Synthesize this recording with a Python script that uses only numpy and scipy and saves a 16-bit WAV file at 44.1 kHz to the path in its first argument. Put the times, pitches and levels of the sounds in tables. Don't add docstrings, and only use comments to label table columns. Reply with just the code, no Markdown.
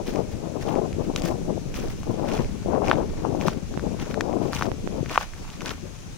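import sys
import numpy as np
from scipy import signal
from scipy.fft import rfft, irfft
from scipy.io import wavfile
from scipy.ndimage import uniform_filter1d

SR = 44100
rng = np.random.default_rng(int(sys.argv[2]) if len(sys.argv) > 2 else 0)


def magnitude_from_level(level_db):
    exponent = np.asarray(level_db, float) / 20
    return 10 ** exponent


def materialize(psi):
    bounded = np.clip(np.atleast_2d(psi).T, -1, 1)
    quanta = np.round(bounded * 32767).astype(np.int16)
    wavfile.write(sys.argv[1], SR, quanta)


N = 272097


def read(points, hz):
    f, value = np.transpose(points)
    return np.interp(np.log(hz + 1), np.log(f + 1), value)


def evened(x):
    return x / np.sqrt(np.mean(x ** 2) + 1e-20)


def add(mix, s, sound):
    part = mix[round(s * SR):][:len(sound)]
    part += sound[:len(part)]


def train(per_s, spread_db):
    when, sign, size = rng.random((N, 3)).T
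    happens = when < per_s / SR
    size_db = spread_db * np.minimum(-np.log(size + 1e-9), 4)
    return happens * np.sign(sign - .5) * magnitude_from_level(size_db)


def lumps(ms):
    width = max(round(ms * SR / 1000), 2)
    once = uniform_filter1d(rng.standard_normal(N), width)
    return evened(uniform_filter1d(once, width))


def slopes_db(t, start, hold, rise_db_per_s, fall_db_per_s):
    before_db = -rise_db_per_s * np.maximum(start - t, 0)
    return before_db - fall_db_per_s * np.maximum(t - start - hold, 0)


def wiggle(turns, cycles):
    return np.cos(2 * np.pi * turns) * np.exp(-(turns / cycles) ** 2)


def eddies(sizes, level_db, count, dense=.7, cycles=0.77, spread_db=3.0, lumpy_db=2.0, lump_ms=12):
    burst_db = lumpy_db * lumps(lump_ms)
    out = 0
    for hz in np.geomspace(sizes[0][0], sizes[-1][0], count):
        turns = hz * np.arange(-3 * SR // hz, 3 * SR // hz) / SR
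        passing = train(dense * hz, spread_db) * magnitude_from_level(burst_db)
        pressure = evened(signal.oaconvolve(passing, wiggle(turns, cycles), "same"))
        out = out + magnitude_from_level(read(sizes, hz) + level_db(hz)) * pressure
    return out


# time in seconds, slow rumble level in dB, flutter level between gusts in dB.
LEFT_WIND_LEVELS = [(0.0, -31, -33), (0.7, -29, -32), (1.3, -29.5, -30.5), (1.9, -28.5, -39.5),
                    (2.9, -29, -39), (3.45, -28.5, -23.5), (3.75, -27, -52.5), (4.0, -29.5, -37),
                    (5.03, -28, -38), (5.27, -37.5, -52), (5.6, -33, -53), (6.16, -33, -53)]
# start in seconds, hold in seconds, flutter level in dB.
FLUTTER_GUSTS = [(0.0, 0.014, -27), (0.09, .005, -25.5), (0.158, 0.036, -20), (0.451, 0.0073, -22),
                 (0.561, 0.016, -21), (0.67, .12, -20), (0.815, 0.041, -21.5), (0.998, 0.029, -23),
                 (1.093, 0.022, -23), (1.23, 0.11, -22.5), (1.494, 0.006, -23), (1.567, 0.015, -30.5),
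                 (1.777, 0.1, -30), (2.074, 0.073, -26), (2.197, 0.21, -21.5), (2.544, 0.0091, -31),
                 (2.682, 0.011, -23.5), (2.721, 0.059, -17), (2.83, 0.071, -16.5), (2.922, 0.11, -20.5),
                 (3.246, 0.027, -20), (3.305, 0.023, -24.5), (3.422, 0.046, -23.5), (3.584, 0.0079, -28),
                 (3.731, 0.036, -29.5), (3.841, 0.027, -25), (3.92, 0.029, -28), (4.074, 0.0096, -26),
                 (4.176, 0.014, -23), (4.234, .25, -22.5), (4.652, 0.033, -22), (4.919, 0.072, -25.5),
                 (5.158, 0.0089, -42), (5.4, .01, -39.5), (5.6, 0.097, -35.5), (5.85, 0.013, -35),
                 (6.083, 0.0093, -44)]
# frequency in Hz, level in dB against the wind level.
LEFT_EDDY_SPECTRUM = [(48, -15.5), (80, -11), (140, -4), (250, -3), (450, -5), (800, -7), (2000, -36.5)]


def left_wind():
    t = np.arange(N) / SR
    at, *levels = np.transpose(LEFT_WIND_LEVELS)
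    rumble_db, flutter_db = (np.interp(t, at, db) for db in levels)
    for start, hold, db in FLUTTER_GUSTS:
        gust_db = db + slopes_db(t, start, hold, rise_db_per_s=306, fall_db_per_s=276)
        flutter_db = np.maximum(flutter_db, gust_db)

    def level_db(hz):
        small = np.clip(np.log2(hz / 90) / 2.62, 0, 1)
        extra_db = 0.68 * max(np.log2(hz / 480), 0) * (flutter_db + 14.5)
        return (1 - small) * rumble_db + small * flutter_db + extra_db

    return eddies(LEFT_EDDY_SPECTRUM, level_db, count=14)


# time in seconds, rumble level in dB.
RIGHT_WIND_LEVELS = [(0.0, -26.5), (0.4, -30), (0.6, -29.5), (1.45, -22.5), (1.6, -31), (1.83, -23),
                     (2.2, -31.5), (2.43, -19.5), (2.55, -27.5), (2.84, -23), (3.05, -23.5), (3.37, -26.5),
                     (3.48, -29), (3.6, -27.5), (4.6, -31), (4.87, -29.5), (5.7, -32), (6.16, -31)]
# frequency in Hz, level in dB against the wind level.
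RIGHT_EDDY_SPECTRUM = [(22, -11), (45, -15), (90, -15), (180, -23.5), (350, -33.5)]


def right_wind():
    rumble_db = np.interp(np.arange(N) / SR, *np.transpose(RIGHT_WIND_LEVELS))
    return eddies(RIGHT_EDDY_SPECTRUM, lambda hz: rumble_db, count=9, spread_db=2.0, lumpy_db=0.5, lump_ms=8.3)


# frequency in Hz, level in dB.
AIR_SPECTRUM = [(100, -85), (250, -88), (500, -80.5), (1200, -83), (16000, -100)]
# frequency in Hz, coherence from 0 to 1.
AIR_LIKENESS = [(300, 0.19), (900, 0.17), (2400, 0.033), (4400, 0.029)]


def air():
    frames, hz = N // 128 + 5, np.fft.rfftfreq(512, 1 / SR)
    a, b, c, d, patches = rng.standard_normal((frames, 257, 5)).T
    patches = evened(uniform_filter1d(uniform_filter1d(patches, 8, 0), 20, 1))
    swell = np.resize(lumps(380)[::128], frames)
    same = np.clip(read(AIR_LIKENESS, hz), 0, 1)[:, None]
    left = a + 1j * b
    right = same * left + np.sqrt(1 - same ** 2) * (c + 1j * d)
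    level_db = read(AIR_SPECTRUM, hz)[:, None] + .8 * patches + .4 * swell
    spectra = np.array([left, right]) * magnitude_from_level(level_db) * np.sqrt(SR / 512)
    return signal.istft(spectra, nperseg=512, noverlap=384)[1][:, :N]


def whine():
    turning = 2 * np.pi * 14879 * np.arange(N) / SR
    tone = magnitude_from_level(-80) * np.sin(turning + 1.2 * lumps(5))
    return np.outer([.5, 1], tone)


def ring(hz, cycles, rise=0.24):
    turns = hz * np.arange(1, 400) / SR
    return np.sin(2 * np.pi * turns) * np.exp(-turns / cycles) * (1 - np.exp(-turns / rise))


# heel time in seconds, roll in seconds,
# heel level in dB, midfoot level in dB, toe level in dB, fineness in dB per octave.
FOOTSTEPS = [(0.07, .1, -42.5, -49.5, -52, 0), (0.605, 0.088, -47, -54, -42.5, -0.5),
             (1.164, .1, -41, -51, -36, 0.3), (1.75, 0.16, -41.5, -45, -49.5, 0.5),
             (2.285, .15, -43.5, -37.5, -47, -1.8), (2.856, 0.07, -38, -42, -42.5, -3),
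             (3.406, 0.079, -48, -47, -39, -1.5), (4.0, 0.12, -41.5, -53.5, -44, -2.9),
             (4.537, 0.12, -35, -41, -46, -1), (5.101, 0.11, -39, -39.5, -39.5, -1.8),
             (5.61, 0.11, -52, -38.5, -42, -1.4)]
# frequency in Hz, level in dB for a grain.
GRAIN_SPECTRUM = [(400, -13.5), (1000, -2), (2500, -7), (5000, -11), (8000, -20), (15000, -10)]


def grit(count=28):
    t = np.arange(N) / SR
    power, fine = scuff_power(t), np.zeros(N)
    for heel, roll, *sole_db, tilt_db in FOOTSTEPS:
        rolling_db = np.interp(t, heel + roll * np.array([0, .5, 1]), sole_db)
        step_db = rolling_db + slopes_db(t, heel, roll, rise_db_per_s=700, fall_db_per_s=297)
        power += magnitude_from_level(2 * step_db)
        fine[t > heel - roll] = tilt_db
    load = np.sqrt(power) * magnitude_from_level(3.3 * lumps(8.4))
    out = np.zeros((2, N))
    for hz in np.geomspace(500, 15000, count):
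        lag, lean = rng.uniform(-1.56, 1, 2)
        grain_db = read(GRAIN_SPECTRUM, hz) + fine * np.log2(hz / 3500)
        clicks = train(5.0 * np.sqrt(hz), 3.52) * load * magnitude_from_level(grain_db)
        sound = signal.oaconvolve(clicks, ring(hz, 1.29) * np.sqrt(hz / 3500))[:N]
        left = sound * magnitude_from_level(3.5 * lean)
        right = np.roll(sound, round(6.5 * lag)) * magnitude_from_level(-3.5 * lean)
        out += [left, right]
    return magnitude_from_level(6.0) * out


# time in seconds, level in dB, ring frequency in Hz,
# snap level in dB against the pebble's level.
PEBBLE_CRACKS = [(0.079, -30, 3660, -22), (0.1586, -31, 2040, -2), (0.673, -36, 3300, -4),
                 (0.689, -34, 2700, -12), (0.707, -36, 3000, -18), (0.7543, -32.5, 2050, -18),
                 (0.929, -36.5, 2050, 1), (1.1618, -24, 1290, 3), (1.1612, -16, 3220, -10.5),
                 (1.2201, -32.5, 3020, 7), (1.2595, -27, 1640, -20.5), (1.7424, -29, 2450, -9),
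                 (1.7613, -31, 2650, -14), (2.032, -29.5, 1040, -9), (2.288, -28, 1980, -11),
                 (2.317, -28, 2400, -15), (2.378, -29, 2300, -16), (2.446, -33.5, 2200, -20),
                 (2.845, -34, 2360, -8), (2.8553, -30, 950, -8), (2.8754, -30, 2290, -10),
                 (2.883, -21, 2270, -13), (2.899, -26, 3670, -22), (2.9137, -2, 1300, -54),
                 (3.412, -24, 2300, -26), (3.4829, -10, 1080, -13), (3.74, -31, 1270, -22),
                 (3.7953, -26.5, 1410, -19), (4.1429, -22, 1450, -10), (4.2083, -14, 1450, -10),
                 (4.2095, -19, 1830, -8), (4.329, -34, 2020, -21), (4.532, -18.5, 1260, -8),
                 (4.5656, -23, 2570, -29), (4.6118, -16.5, 1070, -23), (4.6233, -11, 1260, -23),
                 (5.0602, -28.5, 1850, -34), (5.0967, -26, 2240, -16), (5.121, -36, 1020, -24),
                 (5.1582, -13, 1180, -30), (5.161, -21, 1400, -13), (5.177, -0.5, 1060, -25),
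                 (5.211, -20, 1040, -8), (5.336, -32, 1740, -12), (5.4511, -36, 980, -25),
                 (5.4782, -36, 1120, -21), (5.5023, -34, 2960, -14), (5.6074, -27.5, 2430, -14),
                 (5.619, -27, 1220, -3.5), (5.6595, -21.5, 3760, -11), (5.6935, -23.5, 3500, -13),
                 (5.707, -25, 3100, -16)]


def cracks():
    out = np.zeros((2, N))
    t = np.arange(399) / SR
    noise = rng.standard_normal((len(PEBBLE_CRACKS), 3, 399))
    for (s, db, hz, snap_db), chips in zip(PEBBLE_CRACKS, noise):
        for port, side in enumerate((1, -1)):
            envelope = np.exp(-t / 0.00059) * (1 - np.exp(-t / 0.00088))
            rattle = (chips[2] + .5 * chips[port]) * envelope
            rattle = signal.lfilter([1, -1], [1, -1.5, .72], rattle)
            modes = ring(hz * (1 + 0.065 * side), 0.69) + magnitude_from_level(-12.5) * ring(hz * 2.02, 0.67)
            modes = signal.lfilter(*signal.butter(2, min(3.4 * hz, 18000), fs=SR), modes)
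            gain = magnitude_from_level(db + (3.5 + side) * 0.5)
            add(out[port], s, gain * (2.41 * modes + magnitude_from_level(snap_db) * rattle))
    return signal.sosfilt(signal.butter(2, 520, "high", fs=SR, output="sos"), out)


def nearby(x, t60=0.019, first_ms=2.6):
    at = np.arange(0, 6000, 22) + rng.integers(0, 22, (2, 273))
    echoes = rng.choice([-1., 1.], at.shape) * magnitude_from_level(-60 * at / SR / t60)
    taps = np.zeros((2, 6100))
    np.put_along_axis(taps, at, echoes, 1)
    taps = taps / np.linalg.norm(taps[0])
    taps = np.pad(taps, ((0, 0), (round(first_ms * SR / 1000), 0)))
    return signal.fftconvolve(x, taps, axes=1)[:, :N]


# time in seconds, level in dB, frequency in Hz.
STRONG_EDDIES = [(0.1713, -10, 510), (0.2047, -10.5, 507), (0.654, -16, 596), (0.7409, -13, 696),
                 (1.1004, -9.5, 350), (1.5059, -10, 515), (1.5789, -14, 546), (2.661, -10.5, 476),
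                 (2.743, -3, 474), (2.82, -8.5, 710), (2.8986, -9, 670), (3.2513, -5.5, 800),
                 (3.3492, -8, 585), (3.4559, -8, 537), (3.84, -13.5, 410), (4.1767, -10.5, 553),
                 (5.0308, -11, 345)]


def add_buffets(left):
    for s, db, hz in STRONG_EDDIES:
        turns = hz * np.arange(-300, 300) / SR
        add(left, s - 300 / SR, -magnitude_from_level(db) * wiggle(turns, 0.54))


# time in seconds, level in dB, length in seconds.
SHOE_SCUFFS = [(0.333, -56, .04), (0.76, -57, .03), (1.05, -55, 0.032), (2.19, -53.5, 0.3),
               (2.972, -49, 0.036), (3.27, -56.5, 0.23), (3.53, -52, 0.029), (4.46, -49, 0.04),
               (5.003, -57, .05), (5.416, -54, 0.047), (5.53, -49, .04)]


def scuff_power(t):
    return sum(magnitude_from_level(2 * db) * np.exp(-((t - s) / length) ** 2) for s, db, length in SHOE_SCUFFS)


# time in seconds, level in dB, time scale in ms.
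SUCTION_POPS = [(1.7415, -21, 0.95), (2.7502, -17, 0.42), (3.7754, -7.5, 0.75), (4.7168, -9, 0.59),
                (4.875, -8.5, 0.66)]


def add_pops(right):
    for s, db, ms in SUCTION_POPS:
        u = np.arange(-80, 300) / (SR * ms / 1000)
        drop = np.exp(-(u / 0.19) ** 2)
        rebound = np.exp(-u / 1.7) * np.cos(1.4 * u)
        add(right, s - 80 / SR, -magnitude_from_level(db) * np.where(u < 0, drop, rebound))


def wind():
    out = np.array([left_wind(), right_wind()])
    add_buffets(out[0])
    add_pops(out[1])
    return out


# frequency in Hz, gain in dB.
PORT_COLOURS = [
    [(1400, 3), (2000, 3), (2450, 7), (3100, 2), (4500, 5.5), (6200, 14), (8800, 3), (11300, 0),
     (12800, -9.5), (15500, -1)],
    [(1400, -1.04), (2000, -1), (2450, 4.5), (3400, 4.5), (5000, 3.5), (7500, -1), (11300, 3),
     (12600, -4.5), (15500, -4.5)],
]


def through_ports(heard):
    hz = np.fft.rfftfreq(512, 1 / SR)
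    cepstrum = irfft(np.log(magnitude_from_level([read(port, hz) for port in PORT_COLOURS])))
    cepstrum[:, 1:256] *= 2
    cepstrum[:, 257:] = 0
    response = irfft(np.exp(rfft(cepstrum)))
    return signal.oaconvolve(heard, response, axes=1)[:, :N]


def scene():
    feet = grit() + cracks()
    heard = feet + magnitude_from_level(-16) * nearby(feet) + air()
    return through_ports(heard) + wind()


def band_limit(x):
    return signal.sosfilt(signal.butter(12, 16970, fs=SR, output="sos"), x)


def record(dry):
    held = np.tanh((dry + whine()) / 1.234) * 1.17
    edge_hz = 15750
    gains = magnitude_from_level(np.array([-0.5, 0.5, -20.0, -22.0]))
    edge = signal.firwin2(255, [0, edge_hz, edge_hz + 200, SR / 2], gains, fs=SR)
    mix = signal.oaconvolve(held, edge[None], "same")
    return band_limit(mix)


dry = scene()
out = record(dry)
materialize(out)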